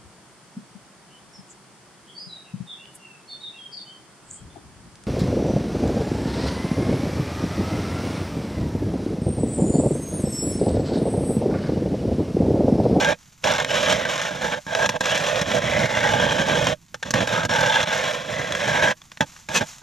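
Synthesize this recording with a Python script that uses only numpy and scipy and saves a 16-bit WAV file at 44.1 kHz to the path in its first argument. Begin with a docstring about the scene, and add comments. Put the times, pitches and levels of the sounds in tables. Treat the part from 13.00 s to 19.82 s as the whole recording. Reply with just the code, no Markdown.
"""Hand auger in lake ice

A hand auger is cranked into lake ice, close by, in the open air. Stick-slip bites of the blades
release trains of tiny fractures, which drive the resonances of the steel spiral; the blades ring most
when they face the listener. Sharp catches and single chips snap off during the pushes and in the pauses.
At the end the auger is pulled up with a bright scrape; loose snow and shavings rustle, over faint air.
"""
import sys
import numpy as np
from scipy import signal
from scipy.fft import rfft, irfft
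from scipy.io import wavfile
from scipy.ndimage import uniform_filter1d

SR = 44100
rng = np.random.default_rng(int(sys.argv[2]) if len(sys.argv) > 2 else 0)


def unload_audio(sound):
    """Save the sound as a 16-bit wav file, at the path given as the first command line argument."""
    columns = np.transpose(np.atleast_2d(sound))
    # keep every value between -1 and 1, then stretch to whole-number steps
    steps = np.round(np.clip(columns, -1, 1) * 32767)
    wavfile.write(sys.argv[1], SR, steps.astype(np.int16))


N = 300762  # samples

# Pushes on the crank, each a cut; the last row is a second crunch as the auger lifts:
# start t/s, end t/s, level/dB, swell from start to end/dB, thud of coarse chips re cut/dB,
# favoured resonance f/Hz, relative level of that resonance/dB
CUTS = [(-0.02, 0.131, -26.5, -1.5, -4.5, 2330, -9), (0.433, 0.626, -24.5, -7, -8.5, 885, -9),
        (0.673, 0.929, -24, 7.5, -10, 2960, -10), (0.908, 1.09, -30, -3, -4, 1980, -4.5),
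        (1.079, 1.292, -27.5, 1.5, -15.5, 2640, -22), (1.397, 1.548, -29, 0.5, -8, 1630, -11),
        (1.697, 1.861, -28.5, 14, -9, 650, -3), (1.936, 1.965, -31, 1, 2.5, 846, 1.5),
        (2.025, 2.176, -24.5, 3.5, -12.5, 2860, -10.5), (2.168, 2.425, -26.5, 4.5, -10.5, 598, -3),
        (2.444, 2.588, -27.5, 8, -3, 575, -3), (2.603, 2.86, -28, 5, -0.5, 2010, -2.5),
        (2.854, 3.095, -28.3, 7, -4.5, 1970, -3), (3.08, 3.423, -27, -2, -1, 3190, -7),
        (3.376, 3.729, -26.5, 1, -2.5, 3100, -14), (4.126, 4.229, -27, 4.5, 2, 590, -7),
        (4.272, 4.458, -27, -5, -5.5, 1310, -8.5), (4.482, 4.683, -25.5, 2.5, -7, 1650, -13),
        (4.679, 4.838, -25, 1, -11, 3330, -5), (4.851, 5.117, -25.5, 1, -13, 1730, -11.5),
        (5.117, 5.27, -33, -12, -11.5, 533, -7), (5.278, 5.596, -31.5, 0.5, -4.5, 1960, -4.5),
        (5.585, 5.916, -26, 2.5, -6.5, 2040, -5), (6.594, 6.63, -29.5, -4.5, 2, 900, -5)]
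# Light scraping of the resting blades between cuts: start t/s, end t/s, level/dB
DRAGS = [(0.454, 1.585, -36), (1.668, 1.965, -36.5), (1.995, 3.735, -35.5), (4.04, 4.1, -37),
         (4.136, 4.46, -31.5), (4.5, 5.92, -35), (6.206, 6.231, -33), (6.486, 6.528, -34.5)]
# Moments when the blades face the listener, once a turn: t/s
FACING_TIMES = [0.1, 1.72, 3.15, 4.63, 5.82]
# Single chips snapping off: t/s, relative level/dB
TICKS = [(0.046, -17), (0.537, -20), (0.582, -21), (0.6, -19), (0.646, -17.5), (1.178, -22.5), (1.215, -23),
         (2.056, -16), (3.006, -22.5), (3.669, -14.5), (4.829, -19), (5.522, -18), (5.55, -17.5),
         (6.017, -38.5), (6.117, -32), (6.172, -32.5), (6.363, -35.5)]
# Blades catching and cracking the ice: t/s, relative level/dB, thud re that/dB, fizz re that/dB (offsets follow)
CRACKS = [(0.44, -5.5, -38, -18), (1.051, -7.5, -32, -24), (1.665, -21, -11, -17), (1.749, -6, -42, -18),
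          (1.859, -7, -21, -14.5), (1.891, -4, -26, -14), (2.007, -6, -18, -14), (2.413, -14, -7, -8.5),
          (3.943, -14, -25, -17.5), (4.027, -10, -32, -19), (4.106, -12.5, -15.5, -6),
          (4.138, -3, -20.5, -19), (4.204, -8, -12, -22), (4.273, -10, -20, -16), (4.431, -10, -15, -31.5),
          (4.45, -10.5, -14.5, -12), (4.493, -8, -18, -25), (4.607, -8, -22, -15), (4.872, -9.5, -16, -26),
          (6.207, -0.5, -17, -20.5), (6.487, -13.5, -17, -16)]
# Decay of a crack in the voices thud, plate, blade, crunch, fizz: 60 dB decay time t/s
CRACK_T60 = [0.11, 0.016, 0.046, 0.03, 0.038]
# Broad colour of the auger in the ice: f/Hz, relative level/dB
BODY_COLOUR = [(25, -22.5), (60, -6.5), (150, 4.5), (260, -2), (390, -11.5), (480, -9), (1280, -2),
               (2100, -2.5), (3800, -6), (4700, -21), (5400, -15), (6900, -19), (9000, -35), (12400, -37),
               (15000, -54)]
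# Resonances of the steel spiral and shaft: f/Hz, width f/Hz, level over the broad colour/dB
BODY_MODES = [(497.4, 44, 7.5), (606.7, 126, 10), (861, 88, 7.5), (1000, 165, 3), (1617, 143, 10),
              (1806, 65, 4), (3353, 200, 5)]
# Thin note of the blade edge: start t/s, f/Hz, initial level/dB, 60 dB decay time t/s
EDGE_NOTE = (4.5, 5495, -28, 0.22)
# Pulling the auger up: t/s, level/dB
LIFT_LEVEL = [(6.5, -42), (6.539, -29.5), (6.554, -15.5), (6.578, -18), (6.599, -31)]
# Broad colour of the lifting scrape: f/Hz, relative level/dB
LIFT_COLOUR = [(40, -32), (200, -4), (350, -15.5), (3400, -7.5), (4600, -15), (7000, -12), (9000, -27),
               (15000, -35)]
# Resonances of the freed blades: f/Hz, width f/Hz, level over the broad colour/dB
LIFT_MODES = [(506, 160, 9), (935, 80, 9), (1090, 57, 9), (1710, 110, 10), (2564, 96, 10.5),
              (6070, 400, 9.5)]
# Soft rustle of loose snow: t/s, level/dB
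RUSTLE_LEVEL = [(.3, -55.5), (1.63, -52.5), (3.85, -59.5), (6.0, -56), (6.42, -51.5), (6.73, -43),
                (6.82, -52)]
# Colour of the rustle: f/Hz, relative level/dB
RUSTLE_COLOUR = [(330, -11), (850, 3.5), (4700, 1.5), (6800, 6.5), (8800, -8), (12500, -10), (15000, -27)]
# Colour of the air: f/Hz, relative level/dB
AIR_COLOUR = [(60, 0), (165, 4.5), (650, -29)]
# Two microphone ports, level difference: f/Hz, left re right level/dB
PORT_BALANCE = [(200, -4), (480, -8.5), (640, -11), (1100, 0), (4000, -1), (8300, 0.1)]
# Two microphone ports, phase difference: f/Hz, lead of left [rad]
PORT_PHASE = [(300, 0.11), (540, 0.4), (720, 1.35), (1450, 1.11), (2400, 0.2)]
# Two microphone ports, coherence: f/Hz, likeness [0 to 1]
PORT_LIKENESS = [(30, 0.76), (100, 0.98), (5500, 1), (9000, 0.28), (12500, 0.93)]

ATTACK_S, RELEASE_T60_S = 0.018, 0.049  # the blades dig in and let go
ARCH_DB = 1.5  # rise from the ends of a cut to its middle
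DRAG_THUD_DB = -4  # coarse chips of a drag, relative to the drag
RING_DB, RING_SWING_DB = -8.5, 10.5  # blade ring when turned away (relative), its rise when facing
RING_FOCUS = 1.38  # exponent: a higher one narrows the beam
FIZZ_DB = -10.5  # fine chips, relative
STICK_S, STICK_DB = 0.0094, -4  # length and depth of the stall before the ice cracks
SLIPS_PER_S, SLIP_JITTER = 75, 0.65  # median rate of bites, spread of their log interval
SLIP_DB = 4  # fall of each crunch until the next bite
BITE_DB, BITE_COLOUR_DB = 2.0, 1.3  # limit of the strength variation, spread of each voice
HUM_HZ, HUM_DRIFT, HUM_DB = 593.3, 0.027, -3  # pitch, rms relative drift, relative level
TICK_S = 0.0011  # rise time of a tick
AIR_DB = -56.5
CEILING, EDGE_HZ = .7, 14900  # saturation amplitude, upper band limit


def gain_of(db):
    """Level is twenty times the decimal logarithm of amplitude; this inverts it."""
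    return 10 ** (np.asarray(db) / 20)


def evened(x):
    """Normalization to a root-mean-square amplitude of 1."""
    return x / np.sqrt(np.mean(x ** 2) + 1e-20)


def read(points, hz):
    """Linear interpolation of a spectrum on a logarithmic frequency axis."""
    f, value = np.transpose(points)
    return np.interp(np.log(hz + 1), np.log(f + 1), value)


def curve(rows):
    """Linear interpolation in time: each column of a table, sample by sample."""
    s, *columns = np.transpose(rows)
    return [np.interp(np.arange(N) / SR, s, c) for c in columns]


def sounding(rows):
    """Gating: gain along a level curve, zero outside it."""
    t = np.arange(N) / SR
    inside = (t >= rows[0][0]) * (t <= rows[-1][0])
    return gain_of(curve(rows)[0]) * inside


def wander(per_s):
    """Band-passed noise: a smooth random course of rms 1 that changes at about the given rate."""
    ratio = np.fft.rfftfreq(N, 1 / SR) / per_s
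    spectrum = rfft(rng.standard_normal(N)) * ratio / (1 + ratio ** 3)
    return evened(irfft(spectrum, N))


def response(colour, modes=(), size=4096):
    """Minimum phase: log magnitude fixes a causal impulse response, here of energy 1."""
    hz = abs(np.fft.fftfreq(size, 1 / SR))
    db = read(colour, hz)
    db = db + sum(lift * np.exp(-2 * ((hz - f) / width) ** 2) for f, width, lift in modes)
    spectrum = np.exp(signal.hilbert(np.log(gain_of(db))).conj())
    taps = np.fft.ifft(spectrum).real
    return taps / np.linalg.norm(taps)


def ring(x, taps):
    """Convolution: a pair of signals excites an impulse response."""
    return signal.oaconvolve(x, taps[None], axes=1)[:, :x.shape[1]]


def resonate(pair, hz, width_hz):
    """Heterodyning: a steep resonance follows the curve hz and keeps the level of noise."""
    t = np.arange(2048) / SR
    decay = t * np.exp(-np.pi * width_hz * t)
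    turn = np.exp(2j * np.pi * np.cumsum(hz) / SR)
    shifted = ring(pair / turn, decay / np.linalg.norm(decay))
    return np.sqrt(2) * (turn * shifted).real


def chips(per_s, spread_db, scatter, scatter_t60):
    """Shot noise: tiny fractures of uneven size, each a click and a decaying scatter of splinters."""
    size = gain_of(spread_db * np.minimum(rng.exponential(1, N), 4))
    size = size * (rng.random(N) < per_s / SR)
    energy = signal.lfilter([1], [1, -gain_of(-120 / (scatter_t60 * SR))], size ** 2)
    clicks = size * rng.choice([-1, 1], (2, N))
    splinters = np.sqrt(energy) * rng.standard_normal((2, N))
    return evened(evened(clicks) + scatter * evened(splinters))


def bites():
    """Stick-slip friction: the count rises by one with each bite, at uneven intervals."""
    lengths = np.exp(SLIP_JITTER * rng.standard_normal(N)) / SLIPS_PER_S
    return np.interp(np.arange(N) / SR, np.cumsum(lengths), np.arange(N))


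def each_bite(count):
    """Sample and hold: a random value of about rms 1 lasts one bite and jumps at the next."""
    return uniform_filter1d(rng.standard_normal(N)[count.astype(int)], size=48)


def slips(count):
    """Relaxation oscillation: each bite starts abruptly at its own strength, then dies down."""
    strength_db = BITE_DB * np.tanh(each_bite(count))
    fall_db = SLIP_DB * uniform_filter1d(count % 1, size=48)
    return gain_of(strength_db - fall_db)


def sticking():
    """Static friction: the blades stall, dipping the gain just before each crack or tick."""
    stuck = np.zeros(N)
    for s, *_ in CRACKS + TICKS:
        stuck[round((s - STICK_S) * SR):round(s * SR)] = 1
    return gain_of(STICK_DB * uniform_filter1d(stuck, size=128))


def facing():
    """Directivity: 1 when the blades face the listener, 0 half a turn later."""
    turns = np.interp(np.arange(N) / SR, FACING_TIMES, np.arange(len(FACING_TIMES)))
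    return np.cos(np.pi * turns) ** 2


def contact(start, end):
    """Contact envelope: linear attack, hold and exponential release."""
    t = np.arange(N) / SR
    attack = np.clip((t - start) / ATTACK_S, 0, 1)
    return attack * gain_of(-60 * np.clip((t - end) / RELEASE_T60_S, 0, 2))


def cut_strengths():
    """Applied force: for each cut, its strength over time and its thud in dB."""
    t = np.arange(N) / SR
    for start, end, db, swell_db, thud_db, _, _ in CUTS:
        along = np.clip((t - start) / (end - start), 0, 1) - .5
        arch = ARCH_DB * (np.cos(np.pi * along) - .5)
        yield contact(start, end) * gain_of(db + swell_db * along + arch), thud_db


def cutting(cuts):
    """Addition of powers: strength of cuts and drags, and their share of coarse chips in dB."""
    power = sum(gain ** 2 for gain, _ in cuts) + 1e-12
    coarse = sum((gain * gain_of(thud_db)) ** 2 for gain, thud_db in cuts) + 1e-12
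    drag = sum((contact(start, end) * gain_of(db)) ** 2 for start, end, db in DRAGS)
    drag = np.maximum(drag - power, 0)  # drags only fill in where the cuts are weaker
    total = power + drag
    return np.sqrt(total), 10 * np.log10((coarse + drag * gain_of(DRAG_THUD_DB) ** 2) / total)


def grinding(cuts, count, plate_db=0.5, plate_share=0.46):
    """Clumped brittle fracture under the blades exerts a force on each voice of the auger."""
    bite, thud = cutting(cuts)
    blade = RING_DB + RING_SWING_DB * facing() ** RING_FOCUS
    plate = plate_db + plate_share * thud  # coarse chips also shake the wide spiral
    fractures = chips(per_s=3400, spread_db=1.5, scatter=1, scatter_t60=0.026)
    force = bite * sticking() * evened(slips(count) * fractures)
    voices_db = [db + BITE_COLOUR_DB * each_bite(count) for db in (thud, plate, blade, 0, FIZZ_DB)]
    return gain_of(voices_db)[:, None] * force


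def singing(cuts, count, width_share=0.2):
    """Loaded resonance: each cut loads the steel differently, so a broad mode of its own stands out."""
    fractures = chips(per_s=1500, spread_db=4.0, scatter=0.95, scatter_t60=0.014)
    drive = sticking() * evened(slips(count) * fractures)
    out = np.zeros((2, N))
    for (gain, _), (start, end, *_, hz, db) in zip(cuts, CUTS):
        part = slice(max(round(start * SR), 0), round((end + RELEASE_T60_S) * SR))
        pitch = np.full_like(gain[part], hz)
        out[:, part] += gain_of(db) * resonate(gain[part] * drive[:, part], pitch, width_share * hz)
    return out


def humming(cuts, width_hz=85, coarse_share=0.55):
    """Noise-driven resonance: the spiral hums, louder on coarse chips, its pitch wandering at random."""
    bite, thud = cutting(cuts)
    level = bite * sticking() * gain_of(HUM_DB + coarse_share * thud)
    drive = level * rng.standard_normal((2, N))
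    return resonate(drive, HUM_HZ * (1 + HUM_DRIFT * wander(per_s=7.0)), width_hz)


def loose_snow():
    """Granular flow: grains of snow and shavings slide and fall, as filtered shot noise."""
    falls = chips(per_s=980, spread_db=6.0, scatter=2.0, scatter_t60=0.18)
    grains = ring(falls, response(RUSTLE_COLOUR))
    return gain_of(curve(RUSTLE_LEVEL)[0]) * evened(grains)


def air():
    """Filtered noise: the faint low rumble of the open lake, swelling a little."""
    rumble = ring(rng.standard_normal((2, N)), response(AIR_COLOUR))
    return gain_of(AIR_DB) * evened(rumble * gain_of(2 * wander(per_s=14.0)))


def ticking(thud_db=-15, plate_db=-13, blade_db=-6, fizz_db=-9):
    """Impulsive excitation: a single chip is a noise burst of a few milliseconds, mostly crunch."""
    t = np.arange(1024) / SR
    hits = np.zeros(N)
    for s, db in TICKS:
        hits[round(s * SR)] = gain_of(db)
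    burst = signal.oaconvolve(hits, t / TICK_S * np.exp(1 - t / TICK_S))[:N]
    voices = gain_of([thud_db, plate_db, blade_db, 0, fizz_db])
    return voices[:, None, None] * burst * rng.standard_normal((2, N))


def cracking(crack_db=-9.5, thud_db=8, plate_db=-4, blade_db=-4, fizz_db=8, rise_s=0.001104, hold_s=0.00054):
    """Fracture avalanche: a sharp snap, then fractures that die away at a rate of each voice's own."""
    t = np.arange(SR // 2) / SR
    fall_db = 60 * np.maximum(t - hold_s, 0) / np.array(CRACK_T60)[:, None]
    burst = (1 - np.exp(-t / rise_s)) * gain_of(-fall_db)
    avalanche, snap = np.zeros((2, len(burst), N + len(t)))
    for s, db, thud, fizz in CRACKS:
        voices_db = np.array([thud + thud_db, plate_db, blade_db, 0, fizz + fizz_db])
        voices = gain_of(db + crack_db + voices_db)
        avalanche[:, round(s * SR):][:, :len(t)] += voices[:, None] * burst
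        snap[:, round((s + rise_s) * SR)] += voices * gain_of(12)
    fractures = chips(per_s=9900, spread_db=-3.0, scatter=0.55, scatter_t60=0.032)
    return snap[:, None, :N] + avalanche[:, None, :N] * fractures


def edge_note():
    """Free vibration: a thin note of the blade edge, a sine that decays exponentially."""
    s, hz, db, t60 = EDGE_NOTE
    t = np.maximum(np.arange(N) / SR - s, 0)
    return gain_of(db - 60 * t / t60) * np.sin(2 * np.pi * hz * t)


def lifting(crumble_db=1.0):
    """Scraping excitation: the blades rise through crumbling slush, whose fractures make them ring."""
    fractures = chips(per_s=4500, spread_db=-4.5, scatter=0.82, scatter_t60=0.021)
    crumbs = evened(gain_of(crumble_db * wander(per_s=230)) * fractures)
    return ring(sounding(LIFT_LEVEL) * crumbs, response(LIFT_COLOUR, LIFT_MODES))


def below(hz, edge):
    """Low-pass weighting with a steep, smooth edge, symmetric about zero."""
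    return 1 / (1 + (hz / edge) ** 12)


def auger(forces, thud_hz=390, plate_hz=730, blade_hz=(880, 1635), blade_width_hz=105, fizz_hz=4400,
          blade_db=-2.0, crunch_db=-2.5):
    """Forced vibration of one body in five bands: ice thud, spiral plate, blades, crunch and fizz."""
    hz = np.fft.rfftfreq(N, 1 / SR)
    body = rfft(response(BODY_COLOUR, BODY_MODES), N)
    thud, low, middle = below(hz, thud_hz), below(hz, plate_hz), below(hz, fizz_hz)
    blade = sum(below(hz - f, blade_width_hz) for f in blade_hz)
    voices = [thud, low - thud, blade, middle - low - blade, 1 - middle]
    levels = gain_of([0, 0, blade_db, crunch_db, 0])
    total = 0
    for force, voice, level in zip(forces, voices, levels):
        band = body * voice
        band = band / np.sqrt(np.mean(abs(band) ** 2))  # equal energy in every voice
        total = total + level * rfft(force) * band
    return irfft(total, N)


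def spiral_reflections(pair, echo=0.23, delay_s=(.0013, .0029, .0052), sway=0.0653):
    """Comb filtering: short reflections off the spiral wander in delay, so the colour keeps shifting."""
    n = np.arange(N)
    # only short waves bounce off it
    upper = signal.sosfilt(signal.butter(2, 900, "high", fs=SR, output="sos"), pair)
    out = pair.copy()
    for delay in delay_s:
        late = n - SR * delay * (1 + sway * wander(per_s=0.82))
        out += echo * np.array([np.interp(late, n, side) for side in upper])
    return out


def ports(pair):
    """Partial coherence: a common and a separate part mix into the sound at two close microphone ports."""
    hz = np.fft.rfftfreq(N, 1 / SR)
    common, apart = rfft(pair)
    same = np.clip(read(PORT_LIKENESS, hz), 0, 1)
    apart = apart * np.sqrt((1 - same) / (1 + same))
    lean = gain_of(read(PORT_BALANCE, hz) / 2) * np.exp(.5j * read(PORT_PHASE, hz))
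    sides = np.array([(common + apart) * lean, (common - apart) / lean])
    return irfft(sides * 2 / abs(lean + 1 / lean), N)


def scene():
    """Superposition: the auger grinds, sings, hums, cracks and is lifted, over loose snow and air."""
    cuts, count = list(cut_strengths()), bites()
    forces = grinding(cuts, count) + ticking() + cracking()
    steel = auger(forces) + singing(cuts, count) + humming(cuts)
    return ports(spiral_reflections(steel) + loose_snow() + air() + edge_note() + lifting())


def record(dry):
    """Soft saturation rounds off the highest peaks; a linear-phase low-pass then limits the band."""
    rounded = dry / (1 + (dry / CEILING) ** 4) ** (1 / 4)
    taps = signal.firwin(301, EDGE_HZ, window=("kaiser", 9), fs=SR)
    return signal.oaconvolve(rounded, taps[None], "same")


dry = scene()
out = record(dry)
unload_audio(out)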